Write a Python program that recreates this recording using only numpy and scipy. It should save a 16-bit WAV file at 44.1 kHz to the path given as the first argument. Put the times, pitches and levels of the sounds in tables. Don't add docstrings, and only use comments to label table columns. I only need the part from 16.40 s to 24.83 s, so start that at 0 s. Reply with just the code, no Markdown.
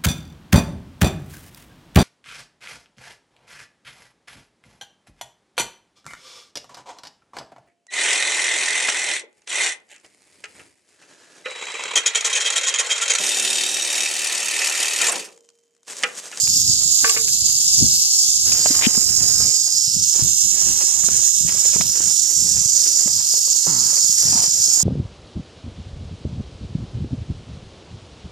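import sys
import numpy as np
from scipy import signal
from scipy.fft import rfft, irfft, next_fast_len
from scipy.io import wavfile
from scipy.ndimage import uniform_filter1d, minimum_filter1d, map_coordinates

SR = 44100
rng = np.random.default_rng(int(sys.argv[2]) if len(sys.argv) > 2 else 0)


def wav_out(sig):
    wavfile.write(sys.argv[1], SR, np.round(np.clip(np.atleast_2d(sig).T, -1, 1) * 32767).astype(np.int16))


N = 371763


def amp(db):
    return 10 ** (np.asarray(db) / 20)


def unit(x):
    return x / np.sqrt(np.mean(x ** 2, -1, keepdims=True) + 1e-20)


def curves(rows):
    s, *cols = np.transpose(rows)
    return [np.interp(np.arange(N) / SR, s, c) for c in cols]


def wobble(rate, size=N):
    knots = rng.standard_normal(int(size * rate / SR) + 4)
    return map_coordinates(knots, [np.arange(size) * rate / SR])


def filtered(x, response):
    m = next_fast_len(N + SR // 2)
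    return irfft(rfft(x, m) * response(np.fft.rfftfreq(m, 1 / SR)), m)[..., :N]


def coloured(x, points):
    f, db = np.transpose(points)
    hz = np.fft.rfftfreq(4096, 1 / SR)
    cepstrum = irfft(np.log(amp(np.interp(np.log(hz + 1), np.log(f), db))))
    cepstrum[1:2048] *= 2
    cepstrum[2049:] = 0
    impulse = irfft(np.exp(rfft(cepstrum)))
    return signal.fftconvolve(x, impulse)[:N]


def band_noise(low_hz, high_hz, envelope):
    b, a = signal.butter(2, [low_hz, high_hz], "band", fs=SR)
    return signal.lfilter(b, a, envelope * rng.standard_normal(len(envelope)))


def clicks(per_second, spread_db):
    chance, size, sign = rng.random(N), rng.standard_normal(N), rng.standard_normal(N)
    return (chance < per_second / SR) * amp(spread_db * size) * np.sign(sign)


def add(out, s, sound, pan_db):
    part = out[:, round(s * SR):][:, :len(sound)]
    part += amp([[min(pan_db, 0)], [min(-pan_db, 0)]]) * sound[:part.shape[1]]


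def patchy(x, depth_db):
    z = signal.stft(x, nperseg=512)[2]
    field = rng.standard_normal(z.shape)
    for axis, size in ((-2, 4), (-2, 4), (-1, 16), (-1, 16)):
        field = uniform_filter1d(field, size, axis)
    gain = amp(depth_db * field / field.std())
    return unit(signal.istft(z * gain, nperseg=512)[1][..., :N])


def swells(rows, edge_s):
    t, gain = np.arange(N) / SR, np.zeros((2, N))
    for s, length, left_db, right_db in rows:
        shape = np.clip(np.minimum(t - s, s + length - t) / edge_s + .5, 0, 1) ** 2
        gain += amp([[left_db], [right_db]]) * shape
    return gain


def delayed(x, seconds):
    return map_coordinates(x, [np.arange(N) - seconds * SR])


# frequency in Hz, relative level in dB.
WIND_SPECTRUM = [(20, -59.5), (40, 6), (70, 4.5), (120, 7), (250, -1.5), (400, -14), (800, -26.5),
                 (1100, -82.5)]
# time in seconds, left gain in dB, right gain in dB.
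BREEZE = [(0, -57, -47), (1.55, -38.5, -47.5), (1.75, -62, -62), (2.1, -40.5, -44.5), (3.3, -48.5, -52),
          (4.1, -43.5, -59), (8.43, -49.5, -84)]
# start in seconds, length in seconds, left and right gain in dB.
GUSTS = [(.05, 0.51, -35, -69), (.78, 0.47, -63, -45), (1.3, 0.27, -47, -37), (1.4, 0.059, -10.5, -21.5),
         (1.85, 0.16, -50.5, -74.5), (2.04, 0.066, -48, -27.5), (2.28, 0.17, -42, -62),
         (2.62, 0.5, -35, -44), (3.5, 0.17, -39.5, -38), (3.8, 0.092, -23.5, -64), (4.04, 0.058, -40, -63),
         (4.22, 0.13, -32, -59), (4.66, 0.17, -42, -36.5), (5, 0.15, -31.5, -45), (5.36, 0.15, -37, -32),
         (5.6, 0.12, -31, -44), (5.95, 0.27, -35.5, -92), (6.62, 0.21, -41.5, -49), (7.26, 0.26, -56, -59),
         (7.84, 0.19, -33, -35), (8.05, 0.24, -47, -79)]
GUST_EDGE_S = 0.1


def wind():
    lumps = [amp(3.5 * wobble(22)) * coloured(rng.standard_normal(N), WIND_SPECTRUM) for port in "LR"]
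    gain = amp(curves(BREEZE)) + swells(GUSTS, GUST_EDGE_S)
    return gain * unit(np.array(lumps))


# frequency in Hz, relative level in dB.
RUSTLE_SPECTRUM = [(150, -39), (300, 6.5), (600, 2.5), (1200, 0), (2200, -0.5), (3200, 2), (5000, -93.5)]
# start in seconds, length in seconds, left and right gain in dB.
RUBS = [(.04, 0.06, -39.5, -85), (.4, 0.034, -34, -85), (.6, 0.19, -37, -37.5), (1.07, 0.045, -35, -70),
        (1.4, 0.029, -72, -76), (2.05, 0.23, -36, -46), (2.26, 0.24, -30, -37), (2.5, 0.69, -38, -73),
        (3.24, 0.18, -45.5, -95), (3.72, 0.2, -40.5, -85), (4.11, 0.79, -37.5, -86), (5.06, 0.46, -38, -68),
        (5.5, 0.24, -39, -81), (5.82, 0.904, -42, -89), (6.55, 0.46, -42.5, -76), (7.08, 0.28, -47, -90),
        (7.26, 0.37, -38.5, -52), (7.62, 0.23, -44.5, -83), (7.8, 0.3, -36, -72), (8.1, 0.51, -44, -86)]
RUB_EDGE_S = 0.063


def rubs():
    grit = []
    for port in "LR":
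        unevenness = amp(2.2 * wobble(45) + 1.8 * wobble(9))
        grit.append(coloured(unevenness * clicks(2000, spread_db=4), RUSTLE_SPECTRUM))
    return swells(RUBS, RUB_EDGE_S) * patchy(np.array(grit), depth_db=2.0)


# start in seconds, gain in dB, pitch in Hz, left over right in dB.
TAPS = [(0.073, -21.5, 2390, 34), (1.1, -28.5, 505, 27), (1.199, -35, 400, 10), (2.121, -20.5, 2520, 24),
        (2.258, -6, 674, 38), (2.304, -17, 301, -25), (2.412, -20.5, 1990, 20), (2.4205, -14, 1113, 22),
        (2.39, -23, 1201, 20), (2.349, -25, 1506, 20), (2.311, -25, 2000, 20.5), (2.575, -17, 380, 15),
        (2.554, -29.5, 886, 10), (2.783, -30, 400, 15), (2.88, -29, 690, 27), (3.003, -21.5, 447, 13),
        (3.011, -36.5, 495, -3), (3.054, -27, 380, 15), (3.273, -27.5, 550, 33), (3.758, -21, 392, 41),
        (3.793, -16, 304, 36), (4.436, -22, 345, 18), (4.638, -26, 1220, 32), (4.685, -17.5, 320, 27),
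        (4.686, -22.5, 1320, 27), (4.702, -26, 700, 27), (4.753, -28, 900, 38), (4.791, -21, 350, 32),
        (4.829, -26, 610, 34), (5.091, -25, 296, 21), (5.092, -20.5, 2260, 14), (5.15, -26, 530, 17),
        (5.255, -20, 500, 35), (5.362, -18, 400, 7), (5.409, -13.5, 2240, 10), (5.492, -32, 1550, 40),
        (5.556, -27, 439, 34), (5.603, -20, 340, 19), (5.674, -29, 2120, 40), (6.567, -31, 767, 40),
        (6.589, -32, 1810, 40), (6.61, -26, 510, 22), (6.675, -21, 598, 20), (6.803, -26, 500, 25),
        (6.858, -37, 610, 24), (6.938, -23.5, 514, 36), (6.977, -28, 450, 33), (7.077, -26.5, 545, 36),
        (7.159, -28, 546, 35), (7.268, -19, 436, -8), (7.528, -18, 300, 30), (7.728, -31, 310, 11),
        (7.825, -28.5, 1230, 37), (7.837, -25.5, 660, 28), (7.872, -30, 565, 12), (7.885, -35, 600, 8),
        (7.93, -23, 913, 13), (7.977, -25, 800, 6), (8.02, -29, 900, 11), (8.037, -25, 600, 9),
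        (8.179, -29, 544, 40), (8.265, -29, 347, 40), (8.283, -25, 300, 40), (8.374, -22, 328, 46.5),
        (8.405, -24, 740, 20)]


def taps():
    out, t = np.zeros((2, N)), np.arange(SR // 10) / SR
    onset = np.clip(t / 0.00073, 0, 1)
    for s, db, hz, pan_db in TAPS:
        ring = np.sin(2 * np.pi * hz * t) * amp(-60 * t / 0.017)
        b, a = signal.butter(2, 2.86 * hz, fs=SR)
        crack = signal.lfilter(b, a, amp(-60 * t / 0.032) * rng.standard_normal(len(t)))
        add(out, s, amp(db) * (ring + 1.85 * crack) * onset, pan_db)
    return out


# start in seconds, peak level in dB, pitch in Hz, left over right in dB.
BUMPS = [(0.033, -23, 126, 30), (0.168, -25, 239, 25), (0.295, -18.5, 116, 26), (0.635, -28, 295, 9),
         (1.022, -21, 93.3, -23.5), (1.425, -20, 78.6, 14.5), (1.425, -10.5, 233, 36),
         (2.305, -13.5, 280, -9.5), (2.468, -3.5, 228, 28), (2.575, -14, 220, 27), (3.478, -23.5, 118, 36),
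         (3.567, -19, 159, -30), (3.823, -11, 117, 42.5), (4.638, -30, 174, 4), (4.682, -26.5, 199, 4),
         (5.008, -27, 200, 25), (5.049, -15.5, 143, 33), (5.357, -17.5, 167, 23), (5.401, -15, 198, 27),
         (6.256, -20, 114, 62), (6.658, -22, 215, 4), (7.275, -31, 182, -5), (7.694, -28, 177, 31),
         (7.853, -20.5, 152, 26), (7.902, -23, 120, 15), (7.925, -24, 251, 7), (7.952, -19, 217, 4),
         (7.993, -27, 140, 10), (8.03, -31, 170, 10), (8.079, -26, 148, 38), (8.199, -26, 105, 55.0)]


def bumps():
    out, t = np.zeros((2, N)), np.arange(SR // 10) / SR
    for s, db, hz, pan_db in BUMPS:
        push = np.sin(2 * np.pi * hz * t) * t * np.exp(-t / 0.0028)
        add(out, s, amp(db) * push / np.abs(push).max(), pan_db)
    return out


# start in seconds, length in seconds, initial gain in dB,
# rise over the length in dB, pitch that sets the band in Hz, left over right in dB.
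SCRAPES = [(2.344, 0.081, -51.5, -10, 3020, 24), (2.421, 0.047, -21.5, 10.5, 2840, 33),
           (5.072, 0.03, -36, 2, 2520, 4), (7.264, 0.41, -41, -7, 1220, 21),
           (7.827, 0.064, -46, 3, 650, 14), (7.917, 0.11, -34, -1, 950, 10)]


def scrapes():
    out = np.zeros((2, N))
    for s, length, db, rise_db, hz, pan_db in SCRAPES:
        u = np.arange(round(length * SR)) / (length * SR)
        b, a = signal.butter(2, [hz / 1.4, hz * 1.2], "band", fs=SR)
        grain = unit(signal.lfilter(b, a, clicks(3500, spread_db=0.5)[:len(u)]))
        gain = amp(db + rise_db * u + 1.2 * wobble(90, size=len(u)))
        add(out, s, gain * np.sin(np.pi * u) ** 0.23 * grain, pan_db)
    return out


# start in seconds, gain in dB before decay, start pitch in Hz, end pitch in Hz,
# sag time constant in seconds, t60 in seconds.
TWANG = [(7.272, -28.5, 186, 82, .1, .7)]
# frequency in Hz, relative level in dB.
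TWANG_BODY = [(60, -20), (110, -1), (180, 0), (260, -4), (350, -10), (620, -25), (880, -11), (1100, -16),
              (1380, -13), (1600, -27), (2100, -21), (2500, -45)]


def twang():
    out, t = np.zeros((2, N)), np.arange(SR // 2) / SR
    for s, db, start_hz, end_hz, sag_s, t60_s in TWANG:
        pitch_hz = end_hz + (start_hz - end_hz) * np.exp(-t / sag_s)
        turns = np.floor(np.cumsum(pitch_hz * (1 + .04 * wobble(120, size=len(t)))) / SR)
        limp_db = 2.5 * np.clip(t / sag_s, 0, 1) * (-1) ** turns
        slips = np.diff(turns, prepend=0) * amp(limp_db + 1.5 * rng.standard_normal(len(t)))
        body = unit(coloured(slips, TWANG_BODY)[:len(t)])
        add(out, s, amp(db - 60 * t / t60_s) * body, 2)
    return out


def hands():
    return rubs() + taps() + bumps() + scrapes() + twang()


# start in seconds, gain in dB before halving, crack gain over that in dB,
# mode tilt about 1 kHz in dB per octave.
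CLANKS = [(.6433, -12.5, 1, -0.5), (0.6451, -9.5, -14, 2.5), (.678, -31, -5.5, 10), (.6945, -21.5, 34, 8.5),
          (0.6975, -25, 23, 7), (.743, -35.5, 0, 7), (.7635, -24, -8, 8), (0.7676, -21.5, -9, -4.5),
          (.772, -27, -4, 13), (0.791, -44, -4.5, -3.5), (.863, -49.5, -7.5, 7), (0.877, -49, -9, 21),
          (0.884, -51, -9, 22)]
# frequency in Hz, blow level in dB, lasting ring over the blow in dB,
# ring t60 in seconds.
TONG_MODES = [(451, -7, -3, .32), (792, -7, -6, .5), (1147, -3.5, -3, .12), (1487, -3, -9, .13),
              (1580, -2.5, -9, .1), (1700, -4, -12, .16), (1850, -7, -14, .07), (2191, -8, -8, .1),
              (2251, -12, -9, .08), (2471, -12, -6, .08), (2638, -10, -8, .08), (2800, -9, -8, .07)]
# low edge in Hz, high edge in Hz, t60 in seconds.
CRACK_BANDS = [(3700, 5500, .016), (6900, 8300, .045)]


def tongs():
    out, t = np.zeros((2, N)), np.arange(SR // 2) / SR
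    for s, db, crack_db, tilt_db in CLANKS:
        ring = 0
        for hz, level_db, lasting_db, t60_s in TONG_MODES:
            random_db = 4.5 * np.sqrt(hz / 1500) * wobble(45, size=len(t))
            fade = amp(-60 * t / .02) + amp(lasting_db - 60 * t / t60_s + random_db)
            mode_gain = amp(level_db + tilt_db * np.log2(hz / 1000) + rng.normal(0, 1.5))
            mode = np.sin(2 * np.pi * (hz * t + .4 * rng.random()))
            ring = ring + mode_gain * fade * np.clip(t / .001, 0, 1) * mode
        add(out, s, amp(db) * ring / 2, 1.5)
        for side, (low_hz, high_hz, t60_s) in zip((1, -1), CRACK_BANDS):
            crack = band_noise(low_hz, high_hz, amp(-60 * t / t60_s) * np.clip(t / .0015, 0, 1))
            clatter = band_noise(600, 2700, amp(-60 * t / .2 + 3 * wobble(70, size=len(t))))
            add(out, s, amp(db) * (.9 * clatter + amp(crack_db) * crack) / 2, 30 * side)
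    return np.array([np.roll(out[0], 6), out[1]])


TAIL_HZ = 50.5
ACCENTS = [(1, .07), (2, .045), (4, .1), (6, .055)]


def tail_force():
    swing = 2 * np.pi * np.cumsum(TAIL_HZ * (1 + 0.00515 * wobble(3.1))) / SR
    accent = 1 + sum(depth * np.cos(k * swing) for k, depth in ACCENTS)
    return accent * amp(0.27 * wobble(12) + 0.94 * wobble(60))


# time in seconds, lag in 1/990000 s.
LEFT_LAG = [(0, 268), (.44, 216), (.8, 200), (.96, 166), (1.05, 193), (1.13, 177), (1.28, 200), (1.54, 156),
            (1.78, 211), (2.08, 185), (2.22, 265), (2.33, 239), (2.81, 202), (3.04, 246), (3.22, 251),
            (3.76, 311), (3.87, 345), (4.23, 358), (4.74, 325), (5.49, 307), (5.68, 285), (6.11, 269),
            (6.31, 285), (6.65, 279), (6.85, 302), (7.07, 290), (7.29, 302), (7.65, 290), (7.83, 261),
            (7.98, 285), (8.25, 285), (8.43, 255)]


def shells(force, hidden, spread_db):
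    flutter = force * amp(0.7 * wobble(8) + 0.79 * wobble(80))
    seen, other = flutter * clicks(9000, spread_db), flutter * clicks(9000, spread_db)
    late = delayed(seen, curves(LEFT_LAG)[0] / 990000)
    return np.sqrt(1 - hidden) * late + np.sqrt(hidden) * other, seen


def sliding(stream, peak_hz, shape):
    hz, t, z = signal.stft(stream, SR, nperseg=512)
    stretch = 5400 / np.interp(t * SR, np.arange(N), peak_hz)
    f, db = np.transpose(shape)
    gain = amp(np.interp(np.log(hz[:, None] * stretch + 1), np.log(f), db))
    return unit(signal.istft(z * gain, nperseg=512)[1][:N])


# time in seconds, left level in dB, right level in dB,
# left peak in Hz, right peak in Hz, left small shells over big in dB, right big shells over small in dB,
# left shell edges in dB.
RATTLE = [(0, -19, -13, 5050, 5140, -17, -11.5, -13.5), (.3, -18, -11.5, 5120, 5250, -17, -8, -14),
          (.6, -19, -13, 5150, 5040, -15.5, -10.5, -11.5), (.69, -16, -11.5, 5150, 5080, -18.5, -11, -11),
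          (.73, -18.5, -14, 5130, 5070, -13.5, -8, -10.5), (1.05, -19.5, -14.5, 5200, 5050, -21, -14, -13),
          (1.4, -16.5, -13.5, 5360, 5370, -29, -7.5, -15), (1.9, -16.5, -12, 5240, 5280, -24, -10.5, -14.5),
          (2.38, -17.5, -11, 5160, 5070, -8, -8, -14.5), (2.52, -21, -14, 5300, 5120, -15, -5, -14.5),
          (2.75, -22, -13, 5400, 5370, -8, -2.5, -12), (3.2, -21, -13.5, 5200, 5090, -9, -3.5, -18),
          (3.6, -21.5, -14.5, 5460, 5510, -19, -3.5, -18), (3.9, -21, -11, 5620, 5430, -14, -10.5, -15),
          (4.3, -21.5, -12, 5920, 5900, -28.5, -3.5, -16), (5.05, -22.5, -12.5, 6000, 5580, -22, -9, -15.5),
          (5.4, -22, -12.5, 5700, 5590, -31, -5.5, -16.5), (5.9, -24, -12.5, 5470, 5800, -4, -3.5, -11.5),
          (6.4, -22, -13, 5300, 5910, -8.5, -4.5, -15), (6.9, -19.5, -13, 5300, 5730, -11, -6.5, -11),
          (7.4, -22, -12, 5020, 5500, -3.5, -7.5, -10), (7.9, -17.5, -12.5, 5560, 5840, -29, -6, -14.5),
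          (8.43, -19, -11, 5330, 5450, -21.5, -9.5, -17.5)]
# frequency in Hz, relative level in dB.
BIG_RIGHT = [(3300, -91), (3900, -15), (4400, -12.5), (4900, -2), (5400, 2.5), (6000, -3.5), (7000, -6),
             (8000, -15), (9800, -24), (11000, -76.5)]
# frequency in Hz, relative level in dB.
BIG_LEFT = [(3300, -91), (3900, -22), (4400, -8), (4800, -1.5), (5400, 2.5), (5900, -2.5), (6400, -6.5),
            (7000, -14), (8000, -15.5), (9800, -27), (11000, -75.5)]
# frequency in Hz, relative level in dB.
SMALL = [(4500, -76), (5800, -13.5), (6400, -1.5), (6950, 2.5), (7500, -1.5), (8000, -9), (8800, -12),
         (9800, -21), (11000, -85)]
# frequency in Hz, relative level in dB.
EDGES = [(7500, -44.5), (9500, -7.5), (10200, 1.5), (11300, 4.5), (12500, 3), (14600, -3)]
# frequency in Hz, relative level in dB.
HOLLOW = [(2100, -70), (2600, -9), (3200, -5.5), (4000, 1), (4600, -1.5), (5400, -37.5)]
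# time in seconds, left in dB, right in dB.
DULL_LEVEL = [(0, -14, -27), (.6, -12, -23), (2.3, -16.5, -28), (2.75, -23, -31), (3.75, -13, -24),
              (4.3, -11.5, -27), (5.4, -12, -27.5), (6.5, -16, -27), (7.5, -18, -28), (8.43, -19, -27.5)]
# time in seconds, detour in ms, strength 0-1.
BOUNCE = [(0, 1.53, .4), (.1, 1.48, .5), (.25, 1.43, .55), (.4, 1.43, .45), (.5, 1.5, .35), (.6, 1.52, .35),
          (.75, 1.49, 0), (.9, 1.33, 0), (1, 1.33, .2), (1.3, 1.45, .2), (1.4, 1.48, .25), (1.7, 1.49, .2),
          (1.9, 1.42, .25), (2.1, 1.42, .25), (2.3, 1.38, .1), (2.6, 1.42, .28), (2.8, 1.37, .2),
          (2.86, 1.37, 0), (2.9, .92, 0), (3, .9, .22), (3.2, .9, .42), (3.33, .89, .25), (3.45, 1.09, .25),
          (3.8, 1.02, .3), (4.15, 1.03, .2), (4.22, 1.03, 0), (4.28, 1.57, 0), (4.4, 1.58, .4),
          (4.6, 1.68, .2), (4.8, 1.66, .12), (4.9, 1.6, 0), (5.05, .83, 0), (5.2, .83, .3), (5.3, .84, .27),
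          (5.5, .89, .12), (5.9, .83, .18), (6.25, .9, .27), (6.32, .9, 0), (6.35, 1.75, 0),
          (6.42, 1.75, .36), (6.6, 1.76, .36), (6.75, 1.72, .1), (6.9, 1.81, .36), (7.1, 1.82, .2),
          (7.2, 1.75, 0), (7.28, 1.4, 0), (7.4, 1.4, .33), (7.55, 1.39, .3), (7.7, 1.39, .05),
          (8.1, 1.38, .2), (8.43, 1.41, .27)]
RIGHT_EDGE_DB = -15
SURGE_DB, SURGE_KNOTS_PER_S = 0.56, 4


def rattle():
    left_db, right_db, left_hz, right_hz, left_small_db, right_big_db, left_edge_db = curves(RATTLE)
    force = tail_force()
    big = shells(force, hidden=.05, spread_db=4)
    small = [unit(coloured(port, SMALL)) for port in shells(force, hidden=.15, spread_db=5)]
    edge = [unit(coloured(port, EDGES)) for port in shells(force, hidden=.8, spread_db=0)]
    dull = [unit(coloured(port, HOLLOW)) for port in shells(force, hidden=.85, spread_db=2)]

    big_left = -sliding(big[0], left_hz, BIG_LEFT)
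    left = big_left + amp(left_small_db) * small[0]
    detour_ms, strength = curves(BOUNCE)
    left = left - strength * delayed(left, detour_ms / 1000)
    left = left + amp(left_edge_db) * edge[0]

    big_right = sliding(big[1], right_hz, BIG_RIGHT)
    right = small[1] + amp(right_big_db) * big_right + amp(RIGHT_EDGE_DB) * edge[1]

    buzz = unit(np.array([left, right])) + amp(curves(DULL_LEVEL)) * dull
    surge_db = SURGE_DB * wobble(SURGE_KNOTS_PER_S)
    return amp([left_db + surge_db, right_db + surge_db]) * patchy(buzz, depth_db=1.1)


def scene():
    return wind() + hands() + tongs() + rattle()


TOP_HZ = 14650


def record(dry):
    needed = np.minimum(1, .96 / (np.abs(dry) + 1e-9))
    held = minimum_filter1d(needed, size=177, axis=1)
    gain = uniform_filter1d(held, size=88, axis=1)
    return filtered(gain * dry, lambda hz: (hz < TOP_HZ) / np.sqrt(1 + (55 / (hz + 1)) ** 6))


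dry = scene()
out = record(dry)
wav_out(out)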